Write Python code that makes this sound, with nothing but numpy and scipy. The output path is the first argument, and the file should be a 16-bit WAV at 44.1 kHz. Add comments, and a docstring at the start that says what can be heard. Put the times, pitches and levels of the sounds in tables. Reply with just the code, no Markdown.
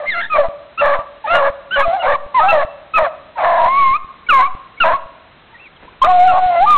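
"""A pack of beagles gives tongue at a snowy wood edge: hoarse bays and clear yelps from the start, most
calls a yelp breaking into a bay about an octave lower; later two high howls, a whine, paws and a low howl.
Voices are harmonic sums shaped by a throat response, half lines and random modulation making them hoarse.
Trunks echo them by convolution with scattered impulses, and noise makes air and paws. A narrow-band
recorder hisses as the calls swell, thumps softly as its zero line snaps back, and overloads."""
import sys
import numpy as np
from scipy import signal
from scipy.fft import rfft, irfft
from scipy.io import wavfile
from scipy.ndimage import uniform_filter1d

SR = 44100
rng = np.random.default_rng(int(sys.argv[2]) if len(sys.argv) > 2 else 0)


def digitize_waveform(pressure):
    """Quantize a signal to 16-bit integers and store it at the path in sys.argv[1].

    Rows of a 2-D input are taken as channels; values are limited to [-1, 1].
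    """
    field = np.atleast_2d(pressure).T
    bounded = np.clip(field, -1, 1)
    quanta = np.round(bounded * 32767).astype(np.int16)
    wavfile.write(sys.argv[1], SR, quanta)


N = 298557
TIME = np.arange(N) / SR
BAND_EDGE_HZ = 4080


def from_db(db):
    """Level law: 20 dB is a factor of ten in amplitude."""
    return 10 ** (np.asarray(db) / 20)


def rms_one(x):
    """Normalisation to unit root-mean-square amplitude."""
    return x / np.sqrt(np.mean(x ** 2) + 1e-20)


def gain_at(points, hz):
    """Frequency response: the gain of a (frequency [Hz], level [dB]) curve, read on a log-frequency axis."""
    knots_hz, knots_db = np.transpose(points)
    return from_db(np.interp(np.log(hz + 1e-9), np.log(knots_hz), knots_db))


def coloured(x, points):
    """Spectral filtering: weights the noise spectrum, cuts it above the band edge and sets its rms to 1."""
    hz = np.fft.rfftfreq(len(x), 1 / SR)
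    spectrum = rfft(x) * gain_at(points, hz) * (hz < 1.1 * BAND_EDGE_HZ)
    return rms_one(irfft(spectrum, len(x)))


def flutter(rate_hz, size):
    """Low-passed noise: a random wander up to a given rate, spread about 1."""
    run_in = SR // 8
    slow = signal.lfilter(*signal.butter(2, rate_hz, fs=SR), rng.standard_normal(size + run_in))
    return slow[-size:] / slow.std()


def note_time(start, length, edge_s):
    """Gating: the samples a note covers, its soft-edged gate, and the time since its start."""
    at = np.flatnonzero((TIME > start - edge_s) & (TIME < start + length + edge_s))
    t = TIME[at] - start
    edge = np.clip(np.minimum(t, length - t) / edge_s, -1, 1)
    gate = .5 + .5 * np.sin(np.pi / 2 * edge)
    return at, gate, np.clip(t, 0, length)


def envelope_db(t, length, swell_db, shape):
    """Amplitude envelope: attack, a hold that swells or tires, and release, all linear in dB."""
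    attack_s, start_db, release_s, end_db = shape
    attack = np.clip(1 - t / attack_s, 0, 1)
    release = np.clip(1 - (length - t) / release_s, 0, 1)
    return swell_db * (t / length - .5) - start_db * attack - end_db * release


# response of throat and open mouth: (frequency [Hz], gain [dB])
THROAT = [(400, -35.5), (580, 6), (750, -1), (900, 10.5), (1100, 8.5), (1400, -4), (1700, 9), (1900, 2.5),
          (2200, 2.5), (2700, -6), (3050, -5), (3400, -2)]
LURCH = .065   # pitch bend [share of pitch] at full roughness


def vocal_folds(pitch, slope_db, doubling, rough, dull_hz, count=7, waver=0.0033):
    """Source-filter voice: unequal cycles add half lines; chaotic vibration bends and smears every line."""
    size = len(pitch)
    lurch = LURCH * rough * flutter(55, size)
    bent_pitch = pitch * (1 + lurch + waver * flutter(50, size))
    phase = 2 * np.pi * np.cumsum(bent_pitch) / SR
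    wave = 0
    for k in np.arange(1, 2 * count + 1) / 2:   # whole k: harmonics; half k: period doubling
        line_hz = k * pitch
        overtone_gain = from_db(slope_db * np.log2(max(k, 1)))
        height = gain_at(THROAT, line_hz) * overtone_gain / np.hypot(1, (line_hz / dull_hz) ** 2)
        if k % 1:   # half lines pass only above the lowest throat resonance
            height = height * doubling * np.clip((line_hz - 400) / 100, 0, 1)
        # upper lines break up first
        chaos = np.clip(.85 * rough * k ** .3, 0, 1)
        smear = (flutter(125, size) + 1j * flutter(125, size)) / np.sqrt(2)
        modulation = np.sqrt(1 - chaos ** 2) + chaos * smear
        wave = wave + height * modulation * np.exp(1j * (k * phase + rng.uniform(0, 2 * np.pi)))
    # the lungs keep the strength steady however rough the tone
    power = uniform_filter1d(np.abs(wave) ** 2, SR // 90) / 2
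    return wave.real / np.sqrt(power + 1e-12)


# relative spectrum of the still air: (frequency [Hz], density [dB per Hz])
AIR = [(15, -38), (25, -8.5), (395, -14), (449, -14), (1380, -14), (4000, -22), (5200, -57), (8800, -120)]
AIR_DB = -46.5   # rms level before the recorder's overload


def still_air():
    """Stationary noise: random pressure with a fixed spectrum forms the steady background."""
    return from_db(AIR_DB) * coloured(rng.standard_normal(N), AIR)


# envelope of a bay: (attack [s], depth below hold at start [dB], release [s], depth at end [dB])
BAY_SHAPE = (0.014, 7.9, 0.023, 8.3)
BREAK_ROUGH, BREAK_S = .7, .022   # extra share of roughness at the start; its decay time
FAIL_ROUGH, FAIL_BEFORE_S, FAIL_S = 0.42, 0.02, .014   # extra share near the end; its lead and spread
STEADY_ROUGH = 0.93     # share of the listed roughness present throughout
BREAK_BRIGHT_DB = 5.5   # overtone slope [dB per octave] per unit of extra roughness share
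BAY_TOP_HZ = 4300       # sets the number of harmonics
# hoarse notes, mostly low with a few high squeals, each one glide; doubling and roughness are base values:
# (start [s], length [s], first pitch [Hz], last pitch [Hz], level [dB], swell over the note [dB],
#  mean overtone slope [dB per octave], period doubling [0-1], roughness [0-1])
BAYS = [ (-.02, 0.092, 590, 582, -23, 1.5, -11, .15, 0.52),
        (0.138, 0.078, 1391, 1376, -19.5, 5.5, -9, 0.22, 0.21),
        (0.202, 0.072, 1528, 1855, -22, -6, 3.5, 0.1, 0.6),
        (0.337, 0.064, 607, 611, -14.5, 11.5, -9, 0.26, 0.65),
        (0.379, .058, 608, 546, -8, -7, -15.5, .06, .2), (0.43, 0.044, 702, 638, -15, 0.5, -14, 0.33, 0.32),
        (.81, 0.16, 581.3, 544.5, -11, -6.5, -8.5, 0.23, 0.49),
        (0.933, 0.094, 688.6, 608, -25, -4.5, -10.5, 0.46, 0.48),
        (1.258, 0.051, 595, 661, -22, 5, -3, 0.1, 0.35),
        (1.299, 0.077, 701, 673.4, -13.5, 6, -7.5, 0.07, 0.38),
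        (1.331, 0.169, 560.5, 563.6, -11.5, 0, -9.5, 0.23, 0.6),
        (1.758, 0.074, 591.3, 540.4, -10.5, 4, -4, 0.28, 0.36),
        (1.85, 0.089, 667, 691, -14, 1.5, -15, 0, 0.17), (1.917, .055, 718, 818, -14, 1.5, -18, 0.16, 0.07),
        (1.955, 0.066, 726.5, 675, -21, 1, -15, .05, 0.29),
        (2.021, 0.052, 736, 641, -13, 9, -8.5, 0.1, 0.9),
        (2.058, 0.096, 561.7, 565.7, -11, -1, -8.5, 0.36, 0.5),
        (2.394, 0.044, 616, 644, -16.5, 1, -6, 0.5, 0.13),
        (2.428, .09, 725.5, 835, -11.5, -3.5, -14, 0.25, .15),
        (2.518, 0.12, 642, 534.3, -11, -8.5, -8.5, 0.24, 0.4),
        (2.619, 0.03, 693, 610, -13, -3, -11.5, 0.2, 0.27),
        (2.973, .1, 671.7, 545.6, -12, -2.5, -8.5, 0.35, 0.51),
        (3.062, 0.025, 732, 645, -12.5, -4.5, -12.5, 0.06, 0.14),
        (3.37, 0.067, 734.4, 675, -17, 12.5, -9.5, 0.3, 0.88),
        (3.424, 0.27, 686.7, 683.8, -12.5, -4, -12, 0.65, 0.63),
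        (4.38, 0.052, 774, 743, -17.5, -3, -8.5, 0.4, 0.22),
        (4.836, 0.11, 654.6, 668.4, -11.5, -6, -9, 0.98, 0.54),
        (6.035, 0.034, 601, 658, -18, 2.5, -10.5, 0.4, .2),
        (6.034, 0.037, 1200, 1229, -8, -6.5, -12.5, 0.16, 0.37), ]


def bays(edge_s=0.0037, dull_hz=2600):
    """Nonlinear phonation: hoarse notes, mostly low, a few squeals, rough and bright at onset and failure."""
    out = np.zeros(N)
    for start, length, first_hz, last_hz, level_db, swell_db, slope_db, doubling, rough in BAYS:
        at, gate, t = note_time(start, length, edge_s)
        pitch = first_hz + (last_hz - first_hz) * t / length
        onset = BREAK_ROUGH * np.exp(-t / BREAK_S)
        failure = FAIL_ROUGH * np.exp(-((length - t - FAIL_BEFORE_S) / FAIL_S) ** 2)
        breaking = onset + failure
        slope = slope_db + BREAK_BRIGHT_DB * (breaking - breaking.mean())
        tone = vocal_folds(pitch, slope, doubling, rough * (STEADY_ROUGH + breaking), dull_hz,
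                           count=int(BAY_TOP_HZ / pitch.mean()))
        out[at] += gate * from_db(level_db + envelope_db(t, length, swell_db, BAY_SHAPE)) * tone
    return out


def chest(voice, lowest_hz=505):
    """Radiation efficiency: the small chest radiates little below its pitch, a steep high-pass."""
    return signal.sosfiltfilt(signal.butter(8, lowest_hz, "high", fs=SR, output="sos"), voice)


# relative spectrum of the recorder's hiss: (frequency [Hz], density [dB per Hz])
RECORDER_HISS = [(30, -3), (300, -1), (700, -4.5), (1500, -4), (2500, -1.5), (4000, -7)]


def recorder_hiss(voice, hiss_db=-22):
    """Signal-dependent noise: broad recorder hiss rises and falls with the strength and height of the calls."""
    steepness = np.gradient(voice) * SR / (2 * np.pi * 1000)   # equals the voice's amplitude at 1 kHz
    height, strength = np.abs(uniform_filter1d(np.array([steepness, voice]) ** 2, SR // 100))
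    drive = (height * strength) ** .25   # geometric mean of the two rms values
    return from_db(hiss_db) * drive * coloured(rng.standard_normal(N), RECORDER_HISS)


# relative colour of the echo from the trunks: (frequency [Hz], gain [dB])
WOOD = [(300, 3), (600, -4), (800, -4), (1100, -5.5), (1600, -7.5), (2500, -11), (4000, -6)]


def wood(voice, echo_db=-22, near_t60=0.44, far_t60=1.12, far_db=-14, first_s=0.033):
    """Multiple scattering: near trunks give a fast decay, the deep wood a weaker, longer tail."""
    t = TIME[:int(1.5 * SR)]
    trunks = rng.standard_normal(len(t)) * (rng.random(len(t)) < 900 / SR)   # about 900 echoes a second
    fade = from_db(-60 * t / near_t60) + from_db(far_db - 60 * t / far_t60)
    build_up = np.clip(t / first_s, 0, 1) ** 2
    echoes = coloured(trunks, WOOD) * fade * build_up
    return from_db(echo_db) * signal.fftconvolve(voice, echoes / np.linalg.norm(echoes))[:N]


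# envelope of a yelp: (attack [s], depth below hold at start [dB], release [s], depth at end [dB])
YELP_SHAPE = (0.023, 6.1, 0.015, 4)
YELP_ARCH_DB = 3.5   # the mouth opens in mid-note: rise of overtone slope [dB per octave]
SHIMMER_DB, SHIMMER_HZ = 1.03, 34.5   # spread and rate limit of a yelp's unsteady strength
# clear head-voice notes, each one arch of pitch; the slope is the value before the mouth's arch:
# (start [s], length [s], first pitch [Hz], middle pitch [Hz], last pitch [Hz], level [dB],
#  swell over the note [dB], overtone slope [dB per octave])
YELPS = [ (0.058, .05, 1980, 2106, 2040, -17.5, 11, -20.5), (0.1, 0.053, 1963, 1804, 1590, -21.5, -4, -3.5),
         (0.124, 0.09, 2093, 2070, 2140, -25.5, 7.5, -42), (0.3, 0.078, 1274, 1220, 1092, -15, 8.5, -5),
         (0.777, .04, 1270, 1366, 1283, -14.5, 3.5, 0), (.975, .04, 1094, 1184, 1147, -24, 3.5, -20),
         (1.242, 0.023, 887, 872, 834.3, -15, 4.5, -21), (1.274, 0.12, 1202, 1392, 1387, -15.5, 0, -7.5),
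         (1.709, 0.064, 1386, 1529, 1418, -16, 6, -2.5), (1.822, 0.036, 1285, 1254, 1139, -15, -3, -9.5),
         (1.994, .032, 1430, 1450, 1360, -23.5, 5, 5), (2.137, 0.025, 1077, 1178, 988, -10, 1, -12),
         (2.345, .062, 1024, 1004, 830, -8, 0.5, -9), (2.397, 0.064, 1219, 1280, 1306, -13, -13.5, -35),
         (2.484, 0.039, 1327, 1342, 1286, -10.5, -6.5, 3.5), (2.938, 0.057, 1265, 1280, 1114, -10, 2, -2),
         (3.356, 0.037, 990, 918, 868, -24, 9, -9), (3.37, 0.031, 1370, 1302, 1176, -24, 14, -8),
         (4.267, 0.011, 2275, 2253, 2224, -26.5, -2.5, -37.5),
         (4.289, .038, 1507, 1309, 1140, -6.5, -7, -3.5), (4.774, .02, 2160, 2230, 2220, -32.5, -1, -27),
         (4.804, .038, 1445, 1361, 1200, -8, -5.5, -1), (4.935, 0.041, 1078, 1098, 1004, -14.5, -18, -19),
         (5.53, 0.02, 887, 923, 1007, -40, -4, -22), (5.54, 0.033, 2078, 1850, 2080, -39, -3.5, -24),
         (5.581, 0.1, 2240, 2730, 2050, -42.5, 4.5, -26), (5.763, 0.019, 3370, 2950, 2550, -44, -6, -30),
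         (5.88, 0.013, 943, 1043, 1090, -31.5, -9, -20), (6.019, 0.021, 1025, 1069, 1058, -1, -6, -33),
         (6.276, 0.05, 1426, 1361, 1270, -18, -10, -7.5), (6.66, 0.12, 1164, 1218, 1062, -8, -1.5, -19.5), ]


def yelps(edge_s=.004, dull_hz=7000):
    """Near-sinusoidal phonation: yelps and whines of pitch and octave, more ragged the higher they go."""
    out = np.zeros(N)
    for start, length, first_hz, middle_hz, last_hz, level_db, swell_db, slope_db in YELPS:
        at, gate, t = note_time(start, length, edge_s)
        arch = 1 - (2 * t / length - 1) ** 2
        glide = first_hz + (last_hz - first_hz) * t / length
        pitch = glide + arch * (middle_hz - (first_hz + last_hz) / 2)
        rough = np.interp(pitch, [1200, 1900], [.06, .24])
        tone = vocal_folds(pitch, slope_db + YELP_ARCH_DB * (arch - .5), 0, rough, dull_hz, count=2)
        shimmer_db = SHIMMER_DB * flutter(SHIMMER_HZ, len(t))
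        strength_db = level_db + shimmer_db + envelope_db(t, length, swell_db, YELP_SHAPE)
        out[at] += gate * from_db(strength_db) * tone
    return out


# sags of the zero line: (sag start [s], snap back [s], depth before the band filter [full scale])
THUMPS = [(0.075, .486, 0.0308), (0.374, .486, 0.071), (0.842, 0.991, 0.095), (1.317, 1.502, 0.074),
          (1.776, 1.882, 0.13), (2.058, 2.137, 0.07), (2.082, 2.264, 0.037), (2.4, 2.65, 0.097),
          (2.949, 3.027, 0.078), (3.44, 4.046, .03), (3.608, 3.663, 0.074), (3.787, 3.913, 0.08),
          (4.288, 4.551, 0.078), (4.805, 4.935, 0.09), (4.795, 5.061, 0.022), (6.009, 6.072, 0.083),
          (6.077, 6.338, 0.11), (6.327, 6.463, 0.09), (6.599, 6.792, 0.093)]


def thumps(sag_s=0.02):
    """Baseline shift: the zero line sinks gradually and jumps back at once, a soft thump."""
    return -sum(depth * np.clip((TIME - start) / sag_s, 0, 1) * (TIME < end)
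                for start, end, depth in THUMPS)


# courses of the long held notes: (time [s], pitch [Hz], level [dB])
HIGH_HOWL = [(3.58, 938, -18.5), (3.606, 953.5, -14.5), (3.648, 963, -12.5), (3.66, 978, -12.5),
             (3.686, 1034, -14.5), (3.75, 1096, -13), (3.786, 1130, -9.5), (3.886, 1054, -11),
             (3.926, 1073, -13.5), (3.962, 1238, -13), (3.975, 1290, -29)]
SHORT_HOWL = [(4.323, 1199, -10.5), (4.341, 1089, -7), (4.383, 1054, -8), (4.417, 1001, -9),
              (4.435, 1132, -12), (4.447, 1080, -12), (4.471, 1190, -18.5), (4.484, 1120, -36)]
NEAR_HOWL = [(6.056, 643.6, -16.5), (6.086, 737, -8), (6.176, 717.7, -9), (6.2, 715, -7), (6.26, 744, -7.5),
             (6.354, 736.6, -10), (6.39, 745.0, -10.5), (6.41, 731, -16), (6.434, 737.4, -10.5),
             (6.49, 726.6, -11.5), (6.536, 678, -14), (6.596, 685, -10.5), (6.628, 792, -6.5),
             (6.654, 871.5, -11), (6.66, 903, -23)]
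# howls: (course, base overtone slope [dB per octave])
HOWLS = [(HIGH_HOWL, -7), (SHORT_HOWL, -8.5), (NEAR_HOWL, -22.5)]
# moments of strain: (centre [s], half width [s], added period doubling [0-1], added roughness [0-1],
#  added overtone slope [dB per octave])
STRAINS = [ (3.62, 0.072, .1, 0.16, -12), (4.35, 0.034, .3, 0.093, 4), (4.41, 0.027, 0.47, .25, 1),
           (6.067, 0.013, 0.34, 0.29, 11.5), (6.108, 0.017, 0.68, 0.022, 2), (6.36, 0.041, .6, 0.46, 0),
           (6.539, 0.035, 0.15, .24, 6.5), (6.585, 0.024, .03, 0.018, 10.5), ]
HOWL_ROUGH = 0.039     # roughness outside the strains
HOWL_TOP_HZ = 3000     # sets the number of harmonics
# the harder a howl is pushed, the purer: overtone slope lost per dB above this level
PURITY, PURE_FROM_DB = .5, -9


def howls(edge_s=0.0042, dull_hz=2600):
    """Bifurcating phonation: long clear notes turn hoarse, gain half lines and change colour under strain."""
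    out = np.zeros(N)
    for course, slope_db in HOWLS:
        s, pitch, level_db = np.transpose(course)
        at, gate, _ = note_time(s[0], s[-1] - s[0], edge_s)
        t = TIME[at]
        effort_db = np.interp(t, s, level_db)
        doubling, rough, bright_db = sum(
            np.outer(change, np.exp(-((t - centre) / half) ** 4)) for centre, half, *change in STRAINS)
        slope = slope_db + bright_db - PURITY * (effort_db - PURE_FROM_DB)
        tone = vocal_folds(np.interp(t, s, pitch), slope, doubling, HOWL_ROUGH + rough, dull_hz,
                           count=int(HOWL_TOP_HZ / pitch.mean()))
        out[at] += gate * from_db(effort_db) * tone
    return out


# paws breaking the snow crust: (time [s], peak level before the grain [dB], Gaussian half length [s])
PAWS = [(5.84, -41, 0.021), (5.931, -46.5, 0.03)]


def paws(grain_db=4):
    """Granular fracture: short bursts of noise, randomly modulated in level, crunch in the snow."""
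    press = sum(from_db(db) * np.exp(-.5 * ((TIME - s) / half) ** 2) for s, db, half in PAWS)
    grains = rng.standard_normal(N) * from_db(grain_db * flutter(300, N))
    return press * coloured(grains, [(100, 0), (700, -4.5), (2500, -11), (4000, -26)])


def scene():
    """Superposition: the pack, its echo, the paws, the still air and the recorder's hiss add."""
    voice = yelps() + chest(bays() + howls())
    return (voice + recorder_hiss(voice) + wood(voice) + paws() + still_air())[None]


CUTOFF_HZ = 15900   # stopband edge of the last low-pass


def record(dry, knee=0.62):
    """Saturation and band limiting: a narrow-band recorder rounds peaks, drifts in zero line and clips."""
    rounded = dry / (1 + (dry / knee) ** 8) ** (1 / 8)
    band_filter = signal.ellip(8, .3, 80, BAND_EDGE_HZ, fs=SR, output="sos")
    narrow = signal.sosfilt(band_filter, rounded + thumps())
    clipped = np.clip(narrow, -.7, .71)
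    return signal.sosfilt(signal.cheby2(12, 70, CUTOFF_HZ, fs=SR, output="sos"), clipped)


dry = scene()
out = record(dry)
digitize_waveform(out)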